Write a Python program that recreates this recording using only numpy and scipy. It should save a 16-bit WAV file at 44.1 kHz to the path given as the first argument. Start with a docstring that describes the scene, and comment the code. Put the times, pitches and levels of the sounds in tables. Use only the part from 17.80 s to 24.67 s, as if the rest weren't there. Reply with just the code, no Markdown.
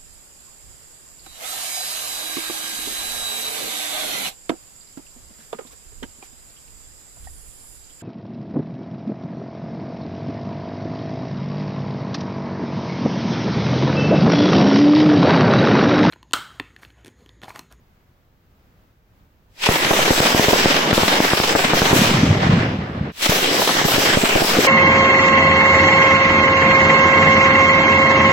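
"""Firecrackers on a wet lane

A burst of firecrackers between trees at night, a phone some metres away, then a second stretch that sounds
as if slowed down, its bangs blunt and smeared. Blast waves, shaped as pulses, stand out of a roar of popping
noise that dulls after each bang. After the first burst low rings in a rolling far rumble are cut to a brief
near silence; a faint night hiss lies under it all. The phone's limiter ducks the loudest peaks."""
import sys
import numpy as np
from scipy import signal
from scipy.fft import rfft, irfft
from scipy.io import wavfile
from scipy.ndimage import uniform_filter1d, minimum_filter1d

SR = 44100
rng = np.random.default_rng(int(sys.argv[2]) if len(sys.argv) > 2 else 0)


def wrap_up_sound(samples):
    """Save the sound to the file named by the first command line argument, as 16-bit audio."""
    columns = np.atleast_2d(samples).T
    # keep every value between -1 and 1, then stretch to whole-number steps
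    tamed = np.clip(columns, -1, 1)
    steps = np.round(tamed * 32767).astype(np.int16)
    wavfile.write(sys.argv[1], SR, steps)


N = 302967

# Blasts that reach the phone directly. Each row: time in seconds, nominal level of the suck in dB, centre in Hz,
# push length in ms, push in dB and rebound in dB against the suck, tree echoes in dB against the blast,
# treble power it gives the roar in dB.
BLASTS = [(1.8890, -1.5, 520, 0.36, -4.5, -2.5, -16.5, -5.5), (2.053, -17, 240, .3, -6, -18, -27, -9),
          (2.1085, -1, 560, 0.63, -19, -14, -10.5, -3), (2.3063, -1, 480, 0.69, -14, -4.5, -15, -3),
          (2.404, -2.5, 363, 0.62, -14, -13, -32, -6.5), (2.5477, 1, 304, 0.66, -8, -16, -28, -6),
          (2.5964, -1, 350, 0.85, -1, -17, -42, -10), (2.684, -1.5, 298, 0.77, -6.5, -15, -22, -5),
          (2.7324, -4, 330, 0.87, 3, -10, -13.5, -12), (2.8581, 0, 357, 0.7, -3, -17, -19, -9.5),
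          (3.1296, 3.5, 400, 0.13, -1, -17, -20, -6), (3.1794, -5, 340, 0.56, 2, -15, -16.5, -15),
          (3.234, -5, 330, 0.73, -1, -17, -23, -6.5), (3.404, -0.5, 334, 0.84, 0, -19, -26, -7),
          (3.5345, -4.5, 275, 0.47, 1, -18, -29, -6.5), (3.6009, -6, 298, 0.24, 4, -15, -32, -7),
          (3.752, 1.5, 445, 0.34, 0, -32, -15, -7.5), (3.9349, -1.5, 302, 0.43, 4.5, -16, -26, -4.5),
          (3.9390, -8, 900, 0.47, -1, -19, -15.5, -12), (4.019, -0.5, 270, 0.36, 0, -17, -21, -14),
          (4.1301, -0.5, 219, 0.51, -11, -5, -12, -5.5)]
# Blunt bangs of the second burst. Each row: time in seconds, nominal level in dB, centre in Hz, width in ms,
# signed gain (positive a hump, negative a hollow), tree echoes in dB against the thud,
# treble power it gives the roar in dB.
THUDS = [(5.496, -8, 131, 3.1, -1.04, -13, -0.5), (5.715, -12, 252, 2, 0.87, -32, -5),
         (5.7900, -12, 440, 1.6, 1, -9, -1.5), (6.053, -6, 180, 4.2, 0.88, -11, -1),
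         (6.183, -3.5, 280, 1.4, 1, -34, -4), (6.3734, -2.5, 235, 2.1, 1, -15, -7.5),
         (6.435, -9, 300, 1.2, 1, -32, -12), (6.4396, -3.5, 310, 2.5, 1, -36, -8),
         (6.557, -3, 260, 1.3, 0.85, -9, -6), (6.6206, -7, 343, 2.6, -1.16, -10, -3.5),
         (6.7882, -5, 213, 2.3, -1.1, -12.5, -5)]
# Crackers broken up by trunks and leaves. Each row: time in seconds, nominal level in dB, centre in Hz,
# crack against body in dB.
CLATTERS = [(1.837, -26, 690, 16), (1.865, -10, 640, -2), (1.911, -10, 430, -6), (1.941, -24, 550, 2),
            (1.957, -9.5, 550, 0), (2, -17, 390, -3), (2.047, -14, 500, 7), (2.076, -17, 408, -11),
            (2.131, -6, 570, -20), (2.166, -9, 603, -4), (2.188, -6, 625, -17), (2.228, -12, 597, 3),
            (2.256, -13, 530, -1), (2.278, -10, 537, -3), (2.329, -9.5, 567, -13), (2.377, -12, 500, 2),
            (2.427, -12, 523, -17), (2.453, -11, 500, -14), (2.465, -12.5, 350, 4.5), (2.498, -13, 606, 0),
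            (2.56, -13, 450, -14), (2.643, -14.5, 500, -1), (2.882, -18, 500, -13), (2.69, -9, 500, 0.5),
            (2.707, -9, 506, -11), (2.757, -9, 457, -14), (2.843, -10, 330, 0), (2.901, -10, 500, -3),
            (2.909, -9, 440, 0.5), (2.966, -10, 510, 2.5), (3.073, -9, 292, -7), (3.088, -10.5, 380, -3),
            (3.111, -4.5, 540, -1), (3.281, -8, 443, 3), (3.337, -10.5, 500, -2), (3.386, -15, 337, -6),
            (3.447, -7, 467, -1.5), (3.502, -18, 420, 6), (3.573, -14, 500, 4.5), (3.636, -10.5, 480, 3),
            (3.694, -11.5, 397, 4), (3.791, -8.5, 565, -1.5), (3.847, -9.5, 310, 2), (3.969, -9, 464, -7),
            (3.975, -21, 1210, -3), (4.055, -8.5, 520, 1.5), (4.109, -8, 367, -5), (5.46, -9, 526, -2),
            (5.52, -7, 657, -15), (5.538, -20, 450, -9), (5.566, -16, 550, -3), (5.585, -12.5, 510, -5),
            (5.745, -11, 550, -7), (5.904, -18, 450, -11), (6.138, -11, 250, -2), (6.455, -11, 500, -1),
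            (6.572, -10.5, 450, 0.5), (6.645, -10, 480, -5), (6.745, -14, 400, -5), (5.818, -7, 620, -15),
            (5.875, -9.5, 620, -2), (5.891, -6, 700, -16), (6.014, -10, 454, -15), (6.082, -9, 617, -14),
            (6.119, -13, 1110, -7), (6.146, -17, 380, 6), (6.216, -13.5, 568, -14), (6.26, -11, 500, 3.5),
            (6.297, -11, 400, -5), (6.692, -14, 680, -7), (6.767, -7, 380, -18), (6.848, -7, 455, -1)]
# Level of the roar of small crackers, one curve a burst. Each row: time in seconds, relative level in dB.
ROAR_LEVELS = [
    [(1.68, -81), (1.77, -52.5), (1.826, -26.5), (1.838, -22), (1.85, -24), (1.864, -15.5), (1.876, -23),
     (1.9, -22), (2.5, -20.5), (2.82, -20), (2.93, -20.5), (3.07, -25), (3.16, -20.5), (3.5, -22.5),
     (4.08, -21), (4.18, -17), (4.36, -23), (4.42, -23.5), (4.59, -30.5), (4.65, -24.5), (4.8, -28.5),
     (4.95, -36.5), (5.305, -42.5), (5.32, -52)],
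    [(5.32, -56), (5.35, -48), (5.415, -28), (5.428, -19.5), (5.442, -20.5), (5.46, -17.5), (5.484, -25.5),
     (5.5, -17.5), (5.52, -22.5), (5.95, -20.5), (6.03, -21), (6.87, -21)],
]
# Tone of the roar. Each row: frequency in Hz, relative level in dB per Hz.
ROAR_COLOUR = [(35, -42), (60, -9), (197, 0.5), (436, 1), (1370, -4), (1940, -5), (3020, -7.5),
               (4590, -14.5), (5040, -13), (6990, -21), (8030, -20.5), (8820, -33.5), (9600, -30),
               (11100, -30), (15800, -31)]
# Moments up to which each burst's opening treble is held, in seconds.
FRESH_UNTIL_S = [1.71, 5.43]
# Low echoes from far away. Each row: time of the hump in seconds, peak in dB, ring in Hz.
FAR_RINGS = [(4.1645, -6.5, 296), (4.194, -6, 171), (4.2202, -5, 218), (4.3152, -8, 180), (4.350, -7, 170),
             (4.391, -12, 130), (4.4349, -2, 169), (4.4381, -2, 230), (4.5112, -2.5, 163),
             (4.5713, -11, 170), (4.699, -4, 160.3), (4.737, -6, 120), (4.7492, -10, 169),
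             (4.7727, -9, 190), (4.7782, -11, 190), (4.825, -16, 160), (4.9915, -16, 166),
             (5.155, -18, 180), (5.2143, -11, 151)]
# Level of the far rumble. Each row: time in seconds, relative level in dB.
RUMBLE_LEVEL = [(4.1, -25), (4.126, -21), (4.3, -19), (4.47, -15), (4.525, -11.5), (4.556, -19),
                (4.756, -13), (4.968, -22.5), (5.08, -25), (5.222, -22.5), (5.303, -26), (5.318, -39)]
# Tone of the far rumble. Each row: frequency in Hz, relative level in dB per Hz.
RUMBLE_COLOUR = [(25, -12), (45, -10), (70, 10), (120, 13), (200, 12), (320, 4.5), (600, -10), (1200, -16),
                 (2400, -52)]
# Tone of the night air. Each row: frequency in Hz, relative level in dB per Hz.
NIGHT_COLOUR = [(12, -36), (20, -6), (95, -4), (215, -13), (300, -18), (345, -18.5), (1150, -24.5),
                (1250, -24), (7650, -42.5), (8790, -49), (15800, -36)]
# How alike left and right are, before the ripple of the tree lines. 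Each row: frequency in Hz, correlation.
LIKENESS = [(25, 0.5), (60, 0.92), (130, 0.97), (290, 1), (640, 0.51), (1300, -0.16), (2500, 0.15),
            (7000, 0.1), (15000, 0.15)]
# The same for the far rumble. Each row: frequency in Hz, correlation.
FAR_LIKENESS = [(25, .9), (60, .998), (200, .998), (400, 1), (800, .5), (1600, 0)]
# Stereo balance. Each row: frequency in Hz, left minus right in dB.
BALANCE_DB = [(60, -1.5), (110, 0.5), (200, -0.5), (380, 0), (700, -0.5), (1290, -1.5), (2380, 0.5),
              (4400, 1.5), (8120, 0), (15000, 3.5)]

SECOND_BURST_S = 5.32
TIME_S = np.arange(N) / SR
HZ = np.maximum(np.arange(N // 2 + 1) * SR / N, 1.)  # frequency grid, kept above zero for logarithms


def bangs():
    """Blasts and thuds at both ports, with echoes scattered by the trees and a knock to the membranes."""
    lead_s, right_lag_s = 0.012, 0.00032
    out = np.zeros((2, N))
    t = np.arange(int(.4 * SR)) / SR
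    waves = []
    for s, db, hz, push_ms, push_db, rebound_db, echo_db, _ in BLASTS:
        waves.append((s, db, echo_db, 0, blast(t - lead_s, hz, push_ms, push_db, rebound_db)))
    for s, db, hz, width_ms, sign, echo_db, _ in THUDS:
        waves.append((s, db, echo_db, right_lag_s, sign * thud(t - lead_s, hz, width_ms)))
    opposite = np.array([[1], [-1]])  # left up, right down
    chance = rng.standard_normal((len(waves), 3, len(t)))
    for (s, db, echo_db, lag_s, wave), (*noise, luck) in zip(waves, chance):
        # a weaker copy follows about 1.4 ms later
        copy_lag = int(0.00138 * SR * undb(5.1 * luck[0]))
        wave = wave + undb(-12.0) * np.roll(wave, copy_lag)
        right = np.roll(wave, int(lag_s * SR + 3 * abs(luck[1])))
        ports = np.array([wave, right]) * undb(luck[2] * opposite)

        echoes = np.array(noise) * np.exp(-t / 0.0041) * np.minimum(t / 0.0058, 1)
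        scatter = signal.fftconvolve(echoes, wave[None, :1200])[:, :len(t)]
        scatter = band_pass(scatter, 310.0, 3600.0) * undb(echo_db)
        # the lows reach both ports alike
        scatter = scatter[0] + opposite * 1.2 * band_pass(scatter[1], 450.0, 8000.)

        # the blast knocks both membranes off centre; they creep back and swing past rest
        age = np.maximum(t - lead_s, 0)
        creep = (1 - age / 0.061) * np.exp(-age / 0.078) * (1 - np.exp(-age / 0.0023))
        push = -1 + 0.33 * luck[3] + 0.49 * luck[4:6, None]
        knock = push * undb(-25.0) * creep
        add(out, s - lead_s, undb(db) * (ports + scatter) + knock)
    return out


def blast(t, hz, push_ms, push_db, rebound_db):
    """A push that snaps over into a suck at t = 0, then swings back."""
    push = undb(push_db) * np.sin(np.pi * np.clip(-t / (push_ms / 1000), 0, 1)) ** 0.5
    late = np.maximum(t, 0)
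    suck = (1 - np.exp(-late / 0.000096)) * np.exp(-(late * hz / 0.45) ** 2)
    back = np.maximum(late - 0.39 / hz, 0) / 0.00093
    rebound = undb(rebound_db) * back * np.exp(1 - back)
    wave = signal.lfilter(*signal.butter(2, 3200.0 / (SR / 2)), push - 1.13 * suck + rebound)
    return signal.lfilter(*signal.butter(1, 0.083 * hz / (SR / 2), "high"), wave)


def thud(t, hz, width_ms):
    """A pointed hump between dips, an overtone on its tip and a slow thump under it."""
    hull = np.exp(-(np.abs(t) / (width_ms / 1000)) ** 1.85)
    overtone = 0.5 * np.cos(2 * np.pi * 2.15 * hz * t + 0.55)
    swing = np.cos(2 * np.pi * hz * t) + overtone
    thump = 0.27 * np.sin(2 * np.pi * 140.0 * t) * np.exp(-(t / 0.0032) ** 2)
    return 0.8 * swing * hull + thump


def clatters():
    """Crackers heard as a few ms of close echoes: a body largely shared by both sides under a wide crack."""
    out = np.zeros((2, N))
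    t = np.arange(int(.04 * SR)) / SR
    hull = (t / .0025) * np.exp(1 - t / 0.0036)
    chance = rng.standard_normal((len(CLATTERS), 3, len(t)))
    for (s, db, hz, crack_db), (left, right, shared) in zip(CLATTERS, chance):
        sides = np.array([left, right])
        # trunks return the body
        body = unit(band_pass(hull * (shared + 0.14 * sides), 0.5 * hz, 1.56 * hz))
        crack = unit(band_pass((hull + 0.47 * np.exp(-t / 0.016)) * sides, 940.0, 3600.0))
        add(out, s - .0025, undb(db - 15.0) * (body + undb(crack_db) * crack))
    return out


def roar():
    """Dense crackers in third-octave bands; the longer the path, the more treble the air takes."""
    bright_db = -19.5  # treble power at which the air leaves the colour as it is
    dip_db, treble_db, body_db = freshness()
    first_db, second_db = (along_time(burst) for burst in ROAR_LEVELS)
    level_db = np.where(TIME_S < SECOND_BURST_S, first_db, second_db) + dip_db
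    level_db[:int(ROAR_LEVELS[0][0][0] * SR)] = -120

    both = stereo(*(rng.standard_normal((2, N)) + sharp_fronts()), ROAR_COLOUR)
    pops = crackle(per_s=220., spread_db=1.0, tail_s=0.0092, wash=0.091)
    out, reference = 0, 0
    for third in range(-13, 14):
        hz = 1000 * 2 ** (third / 3)
        window = np.cos(np.clip(3 * np.log2(HZ / hz), -1, 1) * np.pi / 2) ** 2
        # leaves scatter the treble most, so single pops survive in the lower bands
        popping = irfft(both * window, N) * unit(pops ** (1.38 / (1 + hz / 2000.0)))
        if 1 < third < 8:  # the middle bands set the overall level
            reference += np.mean(popping ** 2)
        air_db = (treble_db - bright_db) * (np.minimum(hz / 11900.0, 1) ** 0.88 - .25)
        body_share = 1 / (1 + (hz / 990.0) ** 2) + 1.4 / (1 + (hz / 83.0) ** 4)
        out = out + popping * undb(air_db + body_db * body_share + 1.06 * walk(14.))
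    return (out / np.sqrt(reference) + membrane_wander()) * undb(level_db + 1.0)


def sharp_fronts():
    """Single sharp fronts, in mid and in side, that prick out of the wash and die out late in the first burst."""
    size_db = 7.0 + np.minimum(3.1 * rng.exponential(size=(2, N)), 8.)
    fronts = (rng.random((2, N)) < 500. / SR) * undb(size_db)
    fading = np.exp(-np.maximum(TIME_S - 4.25, 0) / 0.21)
    # one sign in mid and in side during the first burst, either sign in the second
    return fronts * np.where(TIME_S < SECOND_BURST_S, fading, rng.choice([-1, 1], size=(2, N)))


def membrane_wander():
    """The steady pounding lets the membranes wander slowly, further in the second burst."""
    wander_db = -17.5 + 2 * (TIME_S > SECOND_BURST_S)
    apart = np.array([walk(8.1), walk(12.0)])
    return band_pass(undb(wander_db) * (walk(21.0) + 0.4 * apart), 2.5, 35.)


def crackle(per_s, spread_db, tail_s, wash):
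    """Envelope of random pops of uneven size, each smeared by the leaves, over a wash of older echoes."""
    size_db = np.minimum(spread_db * rng.exponential(size=N), 7.)
    pops = (rng.random(N) < per_s / SR) * undb(size_db)
    power = signal.lfilter([1], [1, -np.exp(-1 / (tail_s * SR))], pops ** 2)
    power = uniform_filter1d(power, size=60)
    return np.sqrt(wash + power / power.mean())


def freshness():
    """Each bang refreshes the roar, which dulls as echoes travel on: level dip, treble and body, in dB."""
    opening_treble_db = -6  # held while a burst opens
    # body before band weighting: at a bang, long after it, before the first bang of a burst
    full_body_db, thin_body_db, opening_body_db = 5.5, -4, -16.5
    times = np.array([row[0] for row in BLASTS + THUDS])
    onsets = [(row[0], row[-1]) for row in BLASTS + THUDS]
    onsets += [(until, opening_treble_db) for until in FRESH_UNTIL_S]
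    # treble sinks fast at first, then more slowly
    early = after(onsets, db_per_s=73.5)
    late = undb(2 * -19) * after(onsets, db_per_s=30.5)
    bright = early + late + 1e-9

    last = np.searchsorted(times, TIME_S, side="right") - 1
    age = np.where(last < 0, np.inf, TIME_S - times[last])
    dip_db = -4.5 * np.exp(-age / 0.029)  # the roar sinks at a bang and returns
    body_db = thin_body_db + (full_body_db - thin_body_db) * np.exp(-age / 0.015)
    for begins, until in zip((0, SECOND_BURST_S), FRESH_UNTIL_S):
        first_bang = times[times > begins][0]
        bright[(TIME_S >= begins) & (TIME_S < until)] = undb(2 * opening_treble_db)
        body_db[(TIME_S >= begins) & (TIME_S < first_bang)] = opening_body_db
    return dip_db, 10 * np.log10(bright), body_db


def after(onsets, db_per_s):
    """Power that jumps at each (seconds, dB) onset and then sinks steadily."""
    kicks = np.zeros(N)
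    for s, db in onsets:
        kicks[int(s * SR)] += undb(2 * db)
    return signal.lfilter([1], [1, -undb(-2 * db_per_s / SR)], kicks)


def roll():
    """Far slopes send the bangs back as low rings in an uneven rumble, cut short at the end."""
    begin_s, end_s = RUMBLE_LEVEL[0][0], RUMBLE_LEVEL[-1][0]
    heard = (np.arange(N) > begin_s * SR) & (np.arange(N) < end_s * SR)
    rumble = unit(irfft(stereo(*rng.standard_normal((2, N)), RUMBLE_COLOUR, FAR_LIKENESS), N))
    rumble = unit(rumble * crackle(per_s=82.0, spread_db=-2.0, tail_s=0.0041, wash=2.6))
    out = rumble * heard * undb(along_time(RUMBLE_LEVEL) - 3.0)

    rise_s, fall_s = 0.0044, 0.0041
    t = np.arange(int(.05 * SR)) / SR - .015
    hull = np.exp(-(t / np.where(t < 0, rise_s, fall_s)) ** 2)
    for s, db, hz in FAR_RINGS:
        ring = np.cos(2 * np.pi * hz * t) * hull
        add(out, s + t[0], undb(db) * np.array([ring, ring]))
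    return out


def night():
    """Faint low rumble and rain hiss: coloured noise whose level wavers slightly."""
    colour = NIGHT_COLOUR[1:]  # the lowest row stays out
    air = irfft(stereo(*rng.standard_normal((2, N)), colour) * (HZ > 18), N)
    return unit(air) * undb(-56 + .6 * walk(9.))


def stereo(mid, side, colour, likeness=LIKENESS):
    """Coloured spectra of left and right from two unrelated sounds, as alike as the table says."""
    # echoes from either side reach one port before the other
    tree_lag_s, tree_share = 0.00049, 0.062
    ripple = np.cos(2 * np.pi * HZ * tree_lag_s) - 1 / (1 + (HZ / 230.0) ** 2)
    like = np.clip(along_hz(likeness) + tree_share * ripple, -1, 1)
    m = rfft(mid) * np.sqrt(1 + like)
    s = rfft(side) * np.sqrt(1 - like)
    lean = undb(along_hz(BALANCE_DB) / 2)
    return undb(along_hz(colour)) * np.array([(m + s) * lean, (m - s) / lean])


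def walk(rate):
    """Random levels drawn at a rate in Hz and slewed twice."""
    k = int(SR / rate)
    steps = np.repeat(rng.standard_normal(N // k + 1), k)
    return 2.0 * uniform_filter1d(uniform_filter1d(steps, k), k)[:N]


def band_pass(x, lo_hz, hi_hz):
    """Gentle band-pass."""
    return signal.sosfilt(signal.butter(2, [lo_hz, hi_hz], "band", fs=SR, output="sos"), x)


def along_hz(table):
    """A (Hz, value) table on the frequency grid, straight lines over log frequency."""
    hz, value = np.transpose(table)
    return np.interp(np.log(HZ), np.log(hz), value)


def along_time(curve):
    """A (seconds, value) curve, one value a sample."""
    s, value = np.transpose(curve)
    return np.interp(TIME_S, s, value)


def undb(db):
    """Gain of a level in dB."""
    return 10 ** (np.asarray(db) / 20)


def unit(x):
    """Scaled to rms 1."""
    return x / np.sqrt(np.mean(x ** 2))


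def add(out, s, sound):
    """Mixes a sound in at time s."""
    i = int(s * SR)
    out[:, i:i + sound.shape[1]] += sound[:, :N - i]


def scene():
    """All sources at the two microphones."""
    return bangs() + clatters() + roar() + roll() + night()


def record(dry):
    """A limiter looks some ms ahead, ducks all sound before each blast and lets go soon after; the top is cut."""
    ahead, hold = int(0.019 * SR), int(0.0052 * SR)
    need = np.minimum(1.015 / (np.abs(dry).max(axis=0) + 1e-9), 1)
    lowest = np.roll(minimum_filter1d(need, ahead + hold), (hold - ahead) // 2)
    gain = uniform_filter1d(lowest, hold)
    rounded = np.tanh(.6 * dry * gain) / 0.58  # soft peaks
    top_cut = signal.ellip(10, .2, 80, 15900, fs=SR, output="sos")
    return np.clip(signal.sosfilt(top_cut, rounded), -1, 1)


dry = scene()
out = record(dry)
wrap_up_sound(out)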